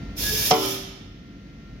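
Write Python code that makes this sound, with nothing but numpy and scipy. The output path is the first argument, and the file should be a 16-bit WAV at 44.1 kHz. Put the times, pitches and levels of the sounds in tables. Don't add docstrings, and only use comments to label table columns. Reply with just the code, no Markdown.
import sys
import numpy as np
from scipy import signal
from scipy.fft import rfft, irfft
from scipy.io import wavfile
from scipy.ndimage import uniform_filter1d, minimum_filter1d

SR = 44100
rng = np.random.default_rng(int(sys.argv[2]) if len(sys.argv) > 2 else 0)


def to_wav(sig):
    pcm = np.clip(np.atleast_2d(sig), -1, 1) * 32767
    pcm = np.round(pcm).astype(np.int16)
    wavfile.write(sys.argv[1], SR, pcm.T)


N = 79380


def undb(db):
    return 10 ** (np.asarray(db) / 20)


def clock():
    return np.arange(N) / SR


def bins():
    return np.fft.rfftfreq(N, 1 / SR)


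def curve(points):
    times, levels = np.array(points).T
    return undb(np.interp(clock(), times, levels))


def on_log(hz, points):
    frequencies, values = np.array(points).T
    return np.interp(np.log(hz + 1), np.log(frequencies), values)


def pan(db):
    return undb(np.array([[db], [-db]]) / 2)


def walk(rate_hz):
    smoothing = 1 + (bins() / rate_hz) ** 2
    wander = irfft(rfft(rng.standard_normal(N)) / smoothing, N)
    return wander / wander.std()


WIDE_HZ = 1019


def noise(colour, peaks=()):
    hz = bins()
    mid, side = rfft(rng.standard_normal((2, N)))
    alike = 1 / (1 + (hz / WIDE_HZ) ** 2)
    opposite = np.array([[1], [-1]])
    both = mid * np.sqrt(1 + alike) + side * np.sqrt(1 - alike) * opposite
    db = on_log(hz, colour)
    for centre, width, boost in peaks:
        db = db + boost / (1 + (2 * (hz - centre) / width) ** 2)
    x = irfft(both * undb(db), N)
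    return x / x.std()


def fade(start, t60):
    age = clock() - start
    return (age >= 0) * np.exp(-np.log(1000) * np.maximum(age, 0) / t60)


def rise(start, seconds):
    return 1 - np.exp(-np.maximum(clock() - start, 0) / seconds)


def reflect(x, response):
    response = response / np.sqrt(np.sum(response ** 2) / 2)
    return signal.fftconvolve(x, response, axes=1)[:, :N]


# (frequency [Hz], t60 [s])
HALL_T60 = [(100, 0.42), (500, 0.93), (1500, 1.11), (3200, 1.08), (6000, 0.73), (10000, 0.5), (16000, 0.29)]


def hall(x):
    hz = bins()
    centres = np.geomspace(60, 16000, 14)
    spectrum = rfft(rng.standard_normal((2, N)))
    tail = 0
    for centre, pick in zip(centres, np.eye(len(centres))):
        band = irfft(spectrum * np.interp(hz, centres, pick), N)
        tail = tail + band * fade(0.011, on_log(centre, HALL_T60))
    return reflect(x, tail)


def nearby(x):
    scatter = rng.standard_normal((2, N)) * fade(.001, t60=0.025)
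    return (x + reflect(x, scatter)) / np.sqrt(2)


def ring(modes, start, lag_s):
    age = clock() - start - np.array([[0], [lag_s]])
    out = 0
    for k, (hz, db, t60, side) in enumerate(modes):
        tone = np.sin(2 * np.pi * hz * age) * fade(start, t60)
        out = out + (-1) ** k * undb(db) * pan(side) * tone
    return out


def tone(hz, waver_db):
    level = undb(waver_db * walk(4.1))
    drift = .6 * walk(2)
    return np.sqrt(2) * level * np.sin(2 * np.pi * hz * clock() + drift)


# (frequency [Hz], relative level per hertz [dB])
FLOOR_COLOUR = [(22, -36), (33, -23.5), (48, 3.5), (80, -5), (125, -0.5), (200, -3), (290, -4.5),
                (370, -13.5), (520, -19), (900, -29), (1400, -25.5), (2400, -26), (4500, -31.5),
                (6200, -35.5), (8200, -56), (16000, -56)]
# (time [s], level [dB])
FLOOR_LEVEL = [(0, -36.5), (.3, -39), (.6, -41.5), (1.1, -43.5), (1.8, -42.5)]
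# (frequency [Hz], level relative to the background [dB])
HUM = [(199, -12.5), (226, -14.5), (286, -14.5), (689, -27.5), (1377, -21.5), (1604, -37), (1836, -25),
       (2062, -25.5)]
# (time [s], level [dB])
DRONE_LEVEL = [(0, -44), (.08, -36), (.23, -38.5), (.32, -42), (.6, -55), (1.1, -50), (1.8, -51.5)]
DRONE_HZ = 47.5
HALL_LAG_S = 0.00029


def workshop():
    hum = sum(undb(db) * tone(hz, waver_db=1.5) for hz, db in HUM)
    drone = curve(DRONE_LEVEL) * tone(DRONE_HZ, waver_db=2.5)
    left, right = noise(FLOOR_COLOUR) * curve(FLOOR_LEVEL) + drone
    delay = np.exp(-2j * np.pi * bins() * HALL_LAG_S)
    late_left = irfft(rfft(left) * delay, N)
    return np.array([late_left, right]) + hum * curve(FLOOR_LEVEL)


# (time [s], level [dB])
RUMBLE_LEVEL = [(0, -42.5), (.16, -43.5), (.24, -34.5), (.36, -36.5), (.48, -38), (.54, -35), (.6, -100)]
# (frequency [Hz], relative level per hertz [dB])
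RUMBLE_COLOUR = [(25, -25), (50, 2), (90, 4), (170, -3), (300, -7.5), (480, -11.5), (750, -18.5),
                 (1200, -35), (3000, -48)]


def rumble():
    return noise(RUMBLE_COLOUR) * curve(RUMBLE_LEVEL)


# (time [s], level [dB])
FLOW = [(.145, -89), (.168, -37), (.19, -30.5), (.23, -23), (.26, -28), (.35, -26.5), (.43, -23),
        (.5, -24.5), (.62, -29.5), (.745, -34), (.8, -58.5), (.9, -80.5)]
# (frequency [Hz], relative level per hertz [dB])
JET_COLOUR = [(300, -7), (1200, -13.5), (2200, -6.5), (3400, 1.5), (4500, -3), (5600, 1.5), (6800, -2),
              (7900, -12.5), (9500, -7), (11800, -0.5), (13500, 0.5), (16000, -3.5)]
# (frequency [Hz], width [Hz], boost [dB])
PORT = [(3020, 80, 2), (3080, 32, -3.5), (3400, 37.6, -0.5), (5560, 120, -1), (5540, 190, 6),
        (11210, 160, 3), (12150, 160, 3)]
JET_ROOM_DB, JET_PAN_DB, JET_FLUTTER_DB = -3, -1.5, 1.34


def exhaust():
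    flutter = undb(JET_FLUTTER_DB * walk(30))
    jet = nearby(noise(JET_COLOUR, PORT) * curve(FLOW) * flutter)
    return (jet + undb(JET_ROOM_DB) * hall(jet)) * pan(JET_PAN_DB)


# (start [s], length [s], pitch [Hz], level [dB], pitch jitter [share of pitch])
SQUEAKS = [(.22, .11, 1674, -37, 0.0028), (0.261, 0.066, 1680, -37.5, 0.0032),
           (0.343, 0.077, 1694, -41, .003), (.4, 0.063, 1674, -44, 0.0025),
           (0.309, 0.057, 442, -31.5, .045)]
SQUEAK_ROOM_DB = -9


def squeaks():
    dry_squeaks = 0
    for start, length, hz, db, jitter in SQUEAKS:
        swell = np.sin(np.pi * np.clip((clock() - start) / length, 0, 1))
        pitch = hz * (1 + jitter * walk(102))
        phase = 2 * np.pi * np.cumsum(pitch) / SR
        dry_squeaks = dry_squeaks + undb(db) * np.sqrt(2) * swell * np.sin(phase)
    return dry_squeaks + undb(SQUEAK_ROOM_DB) * hall(dry_squeaks[None])


# (frequency [Hz], level [dB], t60 [s], left-right difference [dB])
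TANK_MODES = [(116.5, -34.5, 1.27, 0), (164.8, -10, 0.11, 6), (227, -18.5, 0.23, -2),
              (272.3, -26, 0.73, -2.5), (305.6, -20, 0.58, 11), (388, -18, 0.81, -5),
              (446.2, -3.5, .24, 1.5), (585.2, -21.5, 0.44, 0), (600.6, -13.5, 0.19, 17), (739, 4, .15, -2),
              (864, -18, 0.35, 5), (938, -16.5, 0.29, -7), (1028, -20, .45, 3), (1133, -16, 0.15, -4),
              (1349, -26, .55, 10.5)]
STOP_S = .508
TANK_RISE_S, TANK_DB = 0.01, 0.5


def tank_ring():
    modes = ring(TANK_MODES, STOP_S, lag_s=-0.00016)
    return modes * undb(TANK_DB) * rise(STOP_S, TANK_RISE_S)


# (frequency [Hz], relative level per hertz [dB])
RATTLE_COLOUR = [(70, -25), (200, 1.5), (330, -8), (520, -14), (750, -8), (1050, 2), (1650, -15),
                 (2100, -4.5), (3200, -18), (4500, -18.5), (9000, -59)]
RATTLE_DB, RATTLE_T60_S, RATTLE_RISE_S = -11.5, 0.26, 0.0053


def rattle():
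    envelope = fade(STOP_S, RATTLE_T60_S) * rise(STOP_S, RATTLE_RISE_S)
    return noise(RATTLE_COLOUR) * undb(RATTLE_DB) * envelope


# (frequency [Hz], level [dB], t60 [s], left-right difference [dB])
METAL_MODES = [(1185, -28, 0.27, -4), (1259, -18.5, 0.18, 5.5), (1451, -22.5, .25, 2.5),
               (2007, -20.5, 0.14, -5), (2227, -22.5, 0.25, -4), (3000, -26.5, 0.59, -12),
               (3149, -12.5, 0.16, -5), (3297, -13.5, 0.047, -10), (3450, -22, 0.4, -6),
               (3750, -37, 0.34, -11), (5244, -8, 0.077, -9), (5472, -23, 0.048, -12),
               (6060, -18, 0.14, -4)]
METAL_AT_S, METAL_DB = .5095, -1


def metal_ring():
    return ring(METAL_MODES, METAL_AT_S, lag_s=.00022) * undb(METAL_DB)


# (time [s], level [dB])
CONTACTS = [(0.5102, -3.5), (0.5129, -7.5), (.517, -4.5), (0.5383, -9)]
# (frequency [Hz], relative level per hertz [dB])
CLACK_COLOUR = [(40, -38.5), (85, -13), (140, 4.5), (300, -2.5), (700, 2), (1200, -7), (1700, -17.5),
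                (2200, -10), (3300, -6.5), (4400, -9.5), (5500, -4.5), (7500, -22.5), (15000, -56)]
CLACK_DB, CLACK_T60_S, CLACK_PAN_DB = -4, 0.045, -3


def clack():
    bursts = sum(undb(db) * fade(at, CLACK_T60_S) for at, db in CONTACTS)
    return noise(CLACK_COLOUR) * undb(CLACK_DB) * bursts * pan(CLACK_PAN_DB)


KNOCK_ROOM_DB = -14


def knock():
    strike = clack() + metal_ring()
    return tank_ring() + rattle() + strike + undb(KNOCK_ROOM_DB) * hall(strike)


def scene():
    return workshop() + rumble() + exhaust() + squeaks() + knock()


LIMIT, RELEASE_DB_PER_S, GAIN_SMOOTHING_S = 0.9, 81, 0.0018
TOP_HZ = 15900


def record(dry):
    peak = np.abs(dry).max(axis=0)
    over_db = 20 * np.log10(np.maximum(peak / LIMIT, 1))
    climb = RELEASE_DB_PER_S * clock()
    duck_db = np.maximum.accumulate(over_db + climb) - climb
    size = int(GAIN_SMOOTHING_S * SR) + 1
    gain = uniform_filter1d(minimum_filter1d(undb(-duck_db), 2 * size), size)
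    top_cut = signal.ellip(10, .2, 80, TOP_HZ, fs=SR, output="sos")
    return signal.sosfilt(top_cut, dry * gain)


dry = scene()
out = record(dry)
to_wav(out)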